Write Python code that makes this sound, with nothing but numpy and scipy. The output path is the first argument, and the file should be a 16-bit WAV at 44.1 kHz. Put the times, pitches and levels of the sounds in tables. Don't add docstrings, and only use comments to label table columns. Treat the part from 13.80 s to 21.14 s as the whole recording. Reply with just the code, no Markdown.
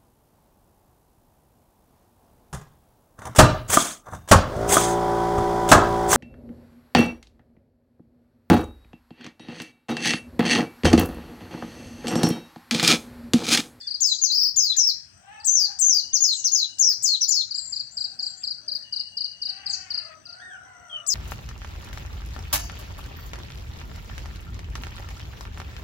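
import sys
import numpy as np
from scipy import signal
from scipy.fft import rfft, irfft, next_fast_len
from scipy.io import wavfile
from scipy.ndimage import uniform_filter1d

SR = 44100
rng = np.random.default_rng(int(sys.argv[2]) if len(sys.argv) > 2 else 0)


def linear_from_db(decibels):
    return 10 ** (np.asarray(decibels, float) / 20)


def file_out(sig):
    cols = np.atleast_2d(sig).T
    lim = np.clip(cols, -1, 1)
    pcm = np.round(lim * 32767).astype(np.int16)
    wavfile.write(sys.argv[1], SR, pcm)


N = 323694
LEFT_LAG = 50


def evened(x):
    return x / np.sqrt(np.mean(x ** 2) + 1e-20)


def read(points, hz):
    f, value = np.transpose(points)
    return np.interp(np.log(hz + 1), np.log(f + 1), value)


def curves(rows):
    s, *columns = np.transpose(rows)
    t = np.arange(s[0], s[-1], 1 / SR)
    return [t] + [np.interp(t, s, column) for column in columns]


def add(mix, s, sound):
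    part = mix[max(round(s * SR), 0):][:len(sound)]
    part += sound[:len(part)]


def drift(length, size):
    noise = rng.standard_normal(length)
    return evened(uniform_filter1d(uniform_filter1d(noise, size), size))


def arch(share, top_at):
    before = 1 - share / top_at
    after = (share - top_at) / (1 - top_at)
    return np.where(share < top_at, before, after) ** 2


def right_gain(db):
    return linear_from_db([[0], [db]])


def whistle(hz, db, second_db, third_db, unsteady=0.0088):
    hz = uniform_filter1d(hz, size=70, mode="nearest") * (1 + unsteady * drift(len(hz), size=150))
    phase = 2 * np.pi * np.cumsum(hz) / SR
    tone = np.sin(phase) + linear_from_db(second_db) * np.sin(2 * phase)
    tone += linear_from_db(third_db) * np.sin(3 * phase) * (hz < SR / 6.2)
    sample = np.arange(len(hz))
    edge = np.minimum(np.minimum(sample, sample[::-1]) / 70, 1)
    return np.sqrt(2) * linear_from_db(db) * tone * edge


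# f/Hz, t60/s
PORCH_DECAY = [(500, 0.89), (3000, 0.14), (5000, 0.41), (8000, 0.37), (15000, 0.24)]
# t/s, level/dB
WALL_ECHOES = [(.0021, 4), (.0047, -3.5), (.0083, 1.5), (0.0128, -0.5), (.018, -17.5), (0.026, -3.5)]


def porch(x, wall_db, tail_db):
    taps = np.zeros((2, SR // 2))
    at = np.arange(300, SR // 2 - 20, 20)
    at = at + rng.integers(0, 20, (2, len(at)))
    np.put_along_axis(taps, at, rng.choice([-1., 1.], at.shape), 1)
    hz, t, z = signal.stft(taps, SR, nperseg=256)
    decay = linear_from_db(-60 * t / read(PORCH_DECAY, hz)[:, None])
    tail = signal.istft(z * decay, SR, nperseg=256)[1]
    room = linear_from_db(tail_db) * tail / np.linalg.norm(tail[0])
    room[:, 0] += 1
    for s, db in WALL_ECHOES:
        at = (s * SR * rng.uniform(.9, 1.1, 2)).astype(int)
        room[[0, 1], at] += linear_from_db(db + wall_db) * rng.choice([-1, 1], 2)
    room[0] = np.roll(room[0], LEFT_LAG)
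    return signal.fftconvolve(x[None], room / np.linalg.norm(room[0]), axes=1)[:, :N]


# f/Hz, level/dB per Hz
RUMBLE_SPECTRUM = [(15, -57), (25, -22), (91, 4.5), (189, -6), (225, -6), (254, -22.5), (317, -21.5),
                   (350, -29), (460, -55), (770, -120)]
# t/s, level/dB
TRAFFIC_LEVEL = [(0, -64.5), (.7, -61), (1.4, -62.5), (3.4, -62.5), (4.3, -62), (5.001, -63.5),
                 (5.801, -62), (6.4, -61), (7.34, -64)]


def traffic():
    size = next_fast_len(N)
    noise = rng.standard_normal((2, size))
    noise[1] = .93 * np.roll(noise[0], -LEFT_LAG) + .35 * noise[1]
    colour = linear_from_db(read(RUMBLE_SPECTRUM, np.fft.rfftfreq(size, 1 / SR)))
    low = evened(irfft(rfft(noise) * colour, size)[:, :N])
    level_db = np.interp(np.arange(N) / SR, *np.transpose(TRAFFIC_LEVEL))
    return low * linear_from_db(level_db + 1.1 * duck_db() + 2.5 * drift(N, size=1800))


# f/Hz, level/dB per Hz
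AIR_SPECTRUM = [(150, -35), (250, -6), (444, -15.5), (618, -10.5), (1160, -15.5), (1500, -8.5), (1850, -12),
                (4340, -18), (5350, -17), (5930, -5), (6590, -22.5), (8400, -8.5), (10000, -45.5),
                (14900, -40.5), (16000, -33.5)]
# f/Hz, share
AIR_LIKENESS = [(60, .8), (240, 0.64), (950, 0.4), (3770, 0.17), (15000, .4)]


def air():
    frames, hz = N // 256 + 5, np.fft.rfftfreq(1024, 1 / SR)
    a, b, c, d, patches = rng.standard_normal((frames, 513, 5)).T
    patches = evened(uniform_filter1d(uniform_filter1d(patches, 8, 0), 16, 1))
    same = read(AIR_LIKENESS, hz)[:, None]
    left = a + 1j * b
    right = same * left + np.sqrt(1 - same ** 2) * (c + 1j * d)
    z = np.array([left, right])
    z[0] *= np.exp(-2j * np.pi * hz * LEFT_LAG / SR)[:, None]
    z *= linear_from_db(read(AIR_SPECTRUM, hz)[:, None] - read(LEFT_MICROPHONE, hz)[:, None] + 3.8 * patches)
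    return linear_from_db(-51) * evened(signal.istft(z, nperseg=1024, noverlap=768)[1][:, :N])


# f/Hz, level/dB
CROW_THROAT = [(350, -22), (600, -1.5), (800, 1.5), (1150, -3.5), (1550, 2), (1950, 1.5), (2300, -8.5),
               (2800, 4.5), (3300, -17.5), (5000, -34.5)]


def crow(t, db, hz, hoarse):
    rough = .36
    bright_db = -18 + 34.5 * hoarse
    thin_db = 0.36 * np.maximum(db + 63.5, 0)
    jitter = .08 * rough * drift(len(t), size=200) + .008 * drift(len(t), size=1500)
    phase = np.pi * np.cumsum(hz * (1 + jitter)) / SR
    voice = np.zeros(len(t))
    for k in range(2, 11):
        line_db = read(CROW_THROAT, k * hz / 2) + bright_db * (k > 4) - thin_db * (k == 2)
        voice += linear_from_db(line_db) * (hoarse if k % 2 else 1) * np.sin(k * phase)
    rasp = 1 + 0.62 * rough * drift(len(t), size=60)
    return np.sqrt(2) * linear_from_db(db) * voice * rasp * signal.windows.tukey(len(t), .06)


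# t/s, length/s, level/dB, top f/Hz, hoarseness/0-1
CROWS = [
    (3.8, .12, -72, 683, 0.2),
    (4.1, .7, -67, 781, .1),
    (5.66, .66, -56.5, 791, 0.61),
    (6.219, 0.16, -51.5, 639.5, .05),
    (6.442, .89, -51, 746.5, 0),
    (6.839, 0.26, -58.5, 1007, .15),
    (7.09, .24, -51.5, 606, 0.09),
]
# t/s, level/dB, f/Hz, hoarseness/0-1
WIDE_CROW = [(1.33, -71.5, 670, 0), (1.48, -54.5, 800.6, 0.53), (1.58, -50.5, 863.4, 0.62),
             (1.68, -63, 928, 0.2), (1.9, -51.5, 816.6, 0.45), (2.0, -66, 746, 0.42), (2.2, -73, 685, .2)]


def roosters():
    out = np.zeros(N)
    top_at, rise, sag_per_s = .33, .11, .17
    for s, length, level_db, top_hz, hoarse in CROWS:
        t = np.arange(0, length, 1 / SR)
        bend = arch(t / length, top_at)
        after = np.maximum(t - top_at * length, 0)
        climb = rise * length * bend * (after == 0)
        sag = sag_per_s * (1 + 2 * hoarse) * after
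        add(out, s, crow(s + t, level_db - 5 * bend, top_hz * (1 - climb - sag), hoarse))
    t, db, hz, hoarse = curves(WIDE_CROW)
    add(out, t[0], crow(t, db - 3.5, hz, hoarse))
    add(out, t[0], whistle(hz, db + 1.5, second_db=-33, third_db=-48, unsteady=0.0358))
    return porch(out, wall_db=1.0, tail_db=2.5) * right_gain(1.5)


# first chirp t/s, last chirp t/s, spacing/s, level/dB
CRICKET_BOUTS = [
    (.0493, .16, .1, -50),
    (1.3437, 1.53, .1836, -60),
    (3.8472, 4.28, .1076, -51),
    (4.4099, 4.52, .1073, -50),
    (4.7098, 5.15, .1075, -52),
    (5.271, 5.28, .108, -54),
    (5.4626, 5.79, .1079, -52),
    (5.9295, 5.94, .108, -50),
    (6.1206, 7.28, .1165, -53),
]


def cricket():
    out = np.zeros(N)
    t = np.arange(500) / SR
    swell = np.sin(np.pi * np.clip(t / 0.0091, 0, 1)) ** 2
    stroke = np.sin(2 * np.pi * 5960 * t) * swell
    for first, last, spacing, db in CRICKET_BOUTS:
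        for s in np.arange(first, last, spacing):
            for k, uneven in enumerate(rng.standard_normal(5)):
                add(out, s - .005 + k / 63.0, linear_from_db(db + 1.0 + 2 * uneven) * stroke)
    return porch(out, wall_db=-12, tail_db=-9) * right_gain(2.5)


# t/s, length/s, level/dB
ROLLS = [
    (2.2, .8, -59.5),
    (5.028, .82, -58),
]


def roller():
    out = np.zeros(N)
    for s, length, db in ROLLS:
        turn = np.arange(0, length, 1 / SR) * 14.6 % 1
        beat = .15 + .85 * np.sin(np.pi * turn)
        beat *= .65 + .35 * np.cos(2 * np.pi * 3 * turn)
        note = whistle(2950 - 120 * turn, db + 10.5, second_db=-44.5, third_db=-55.0, unsteady=0.016)
        add(out, s, beat * note)
    return porch(out, wall_db=-2, tail_db=0) * right_gain(2.5)


# t/s, peak level/dB, centre f/Hz
HOPS = [
    (0.944, -51.5, 1807),
    (3.105, -55, 1494),
    (4.615, -56, 2520),
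    (6.31, -49.5, 1800),
]


def perches():
    out = np.zeros(N)
    t = np.arange(2600) / SR
    swell = np.sin(np.pi * t / t[-1]) ** 2
    for s, db, hz in HOPS:
        band = signal.butter(2, [hz / 1.1, hz * 1.42], "bandpass", fs=SR, output="sos")
        rattle = evened(signal.sosfilt(band, rng.standard_normal(len(t))))
        add(out, s - .01, linear_from_db(db) * rattle * swell)
    return np.array([out, np.roll(out, -LEFT_LAG)]) * right_gain(1.5)


# t/s, length/s, level/dB
RISERS = [
    (3.747, 0.23, -31.5),
    (4.114, 0.16, -41),
    (4.412, 0.11, -41),
    (4.571, 0.054, -39.5),
]
# t/s, length/s, first f/Hz, last f/Hz, peak level/dB
GLIDES = [
    (0, 0.067, 3580, 3470, -45),
    (0, 0.019, 5370, 4160, -33),
    (0, 0.025, 7700, 7180, -53),
    (0.259, 0.12, 7897, 5970, -30.5),
    (2.522, 0.11, 8100, 5890, -29.5),
    (3.272, 0.11, 7600, 6570, -47.5),
    (4.824, 0.14, 616, 602, -59),
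    (4.905, 0.075, 15150, 14590, -76),
    (5.888, 0.095, 7950, 5220, -33),
    (7.099, .11, 3245, 2880, -29.5),
]
# t/s, f/Hz, level/dB
LOW_ARCH = [(6.6, 1552, -41.5), (6.63, 1870, -44), (6.68, 1850, -44), (6.73, 1572, -41), (6.78, 1396, -45)]


def far_calls():
    for s, length, level_db in RISERS:
        t = np.arange(0, length, 1 / SR)
        low = np.exp(-t / 0.0121)
        hz = 7620 - (7620 - 6600) * low - 1800 * t
        yield s + t, hz, level_db - 8 * low - 53 * t
    for s, length, first_hz, last_hz, peak_db in GLIDES:
        t = np.arange(0, length, 1 / SR)
        hz = last_hz + (first_hz - last_hz) * (1 - t / length) ** 1.3
        yield s + t, hz, peak_db - 15 * arch(t / length, 0.54)
    yield curves(LOW_ARCH)


def far_birds():
    out = np.zeros(N)
    for t, hz, db in far_calls():
        buzz = .08 * np.sin(2 * np.pi * 85 * t) * (hz[0] > 7200)
        second_db = -14 - 46 * (hz[0] > 2500)
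        call = whistle(hz * (1 + buzz), db - 1.0, second_db, third_db=-57.5, unsteady=0.012)
        add(out, max(t[0] - .006, 0), call)
    return porch(out, wall_db=2, tail_db=7) * right_gain(2.5)


# first chip t/s, peak level/dB
TRIPLES = [(0.078, -27.5), (0.3206, -32.5), (1.606, -47), (3.4885, -31), (3.715, -27.5), (3.932, -27.5),
           (4.1775, -26.5), (4.3977, -27), (4.6417, -27), (4.8866, -27), (5.132, -26.5), (5.3765, -26),
           (5.6249, -26.5), (5.8673, -26.5), (6.111, -26.5), (6.4615, -41)]
# t/s, f/Hz, level/dB
CHIP = [(0, 5180, -9.5), (.004, 4920, 3.5), (.011, 4610, 6.5), (.016, 4300, -0.5), (.021, 4090, -1),
        (.027, 3850, -25)]


def chipper():
    out = np.zeros(N)
    gap_s = .0352
    t, hz, db = curves(CHIP)
    for s, peak_db in TRIPLES:
        for k, step_db in enumerate((0, .5, .8)):
            chip = whistle(hz, db + peak_db + step_db - 3.0, second_db=-36, third_db=-63.0)
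            add(out, s - .0095 + k * gap_s, chip)
    slap = linear_from_db(-15) * np.roll(out, round(.073 * SR))
    return porch(out + slap, wall_db=-12, tail_db=-8)


# t/s from the start, f/Hz, effort level/dB
STAIR = [(0, 6501, -2.5), (.012, 7030, 0.5), (.032, 6360, 2.5), (.045, 5314, -0.5), (.068, 5050, -5),
         (.09, 4300, -2), (.122, 4054, -0.5), (.138, 3090, -25.5)]
FALL = [(0, 7100, -2.5), (.017, 6600, 5), (.033, 6170, 1), (.042, 5280, -1.5), (.065, 5245, -1),
        (.122, 4130, -5), (.157, 3990, 0.5), (.18, 3085, -24)]
DIVE = [(0, 8120, -10), (.02, 6740, 3.5), (.035, 5214, -1.5), (.05, 4987, -1), (.06, 4447, -3),
        (.118, 4082, 2), (.14, 3010, -26)]
HOOK = [(0, 8020, -9), (.017, 7470, -1.5), (.028, 6176, -0.5), (.047, 6043, 0.5), (.068, 6753, -2),
        (.105, 6170, 2), (.16, 4850, -3.5), (.197, 4620, -2), (.212, 4067, -6.5)]
KINK = [(0, 7533, -13.5), (.01, 6636, 5), (.028, 6475, 2), (.048, 5240, 0), (.064, 5990, 3.5),
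        (.095, 5300, 0), (.122, 4960, 0), (.145, 4100, -14.5)]
SHELF = [(0, 7107, -4.5), (.02, 6230, 4.5), (.035, 5596, 3), (.075, 5307, -4.5), (.098, 5600, 1.5),
         (.148, 3928, -5)]
TICK = [(0, 5610, -3.5), (.01, 6303, 4), (.028, 5300, -1), (.048, 4117, -9)]
SCOOP = [(0, 6690, 3), (.023, 6240, 4.5), (.038, 5150, -4.5), (.058, 4210, -10), (.093, 4020, -0.5),
         (.113, 4867, -1.5), (.16, 5140, 0), (.23, 5064, 0), (.285, 4857, -8.5)]
# syllable, t/s, length/s, first f/Hz, level/dB
SONG = [(FALL, .21, .135, 7200, -19.5), (SCOOP, .42, .285, 6820, -19.5), (FALL, 0.7666, .175, 7100, -18.5),
        (SHELF, 0.97, .148, 7100, -18), (HOOK, 1.652, .216, 8050, -18), (HOOK, 1.995, .21, 8050, -17),
        (TICK, 2.335, .048, 5900, -18), (STAIR, 2.408, .138, 6500, -18), (TICK, 2.645, 0.047, 5600, -19),
        (STAIR, 2.72, .135, 6400, -19), (KINK, 2.992, .145, 7520, -19), (DIVE, 3.23, .14, 8100, -19),
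        (TICK, 3.412, .045, 5450, -19), (STAIR, 3.484, .146, 6650, -19), (DIVE, 7.272, 0.1501, 8240, -21.5)]
# start t/s, a crest t/s, rate f/Hz, depth/share of pitch
WARBLE = (.51, .56, 25, .075)


def singer():
    out = np.zeros(N)
    start, crest, per_s, depth = WARBLE
    for shape, s, length, first_hz, level_db in SONG:
        at, hz, effort_db = np.transpose(shape)
        note = [s + at * length / at[-1], hz * first_hz / hz[0], level_db + effort_db]
        t, hz, db = curves(np.transpose(note))
        turn = 2 * np.pi * per_s * (t - crest)
        warble = depth * (np.cos(turn) + .6 * np.cos(3.4 * turn + 1.2) - .3)
        warble *= np.clip((t - start) / .02, 0, 1) * (t < .72)
        flutter = .016 * np.sin(2 * np.pi * 42 * (t - t[0]))
        tone = whistle(hz * (1 + warble + flutter), db + 0.5, second_db=-37.0, third_db=-39.5)
        add(out, t[0] - .005, tone)
        flick_hz = np.linspace(.45, 1.12, 200) * hz[0]
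        flick_db = -36 + 9 * (hz[0] > 6950)
        add(out, t[0] - .009, whistle(flick_hz, flick_db, second_db=-40, third_db=-60))
    return porch(out, wall_db=-4, tail_db=-3)


def duck_db():
    loud = np.zeros(N)
    for _, s, length, *_ in SONG:
        loud[round(s * SR):round((s + length + .03) * SR)] = 1
    return -7 * uniform_filter1d(loud, size=900)


def scene():
    background = air() + roosters() + cricket() + roller()
    birds = perches() + far_birds() + chipper() + singer()
    return traffic() + linear_from_db(duck_db()) * background + birds


def band_limit(x):
    return signal.sosfilt(signal.butter(12, 16830, fs=SR, output="sos"), x)


# f/Hz, level/dB
LEFT_MICROPHONE = [(100, -1.5), (1000, 2.5), (3000, 2), (6000, 3), (8500, 5.5), (10500, -14),
                   (13000, -10.5), (15300, 24.5), (15750, 8), (16100, -26.5)]
RIGHT_MICROPHONE = [(100, -2.5), (1000, -3.5), (3000, -5), (6000, -6), (7600, -14), (9000, -17.5),
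                    (10500, -11.5), (13000, -2), (15300, 28.5), (15750, -3), (16100, -36)]


def record(dry):
    size = next_fast_len(N + 4096)
    hz = np.fft.rfftfreq(size, 1 / SR)
    colour = linear_from_db(np.array([read(LEFT_MICROPHONE, hz), read(RIGHT_MICROPHONE, hz)]))
    mix = irfft(rfft(dry, size) * colour, size)[:, :N]
    return band_limit(mix)


dry = scene()
out = record(dry)
file_out(out)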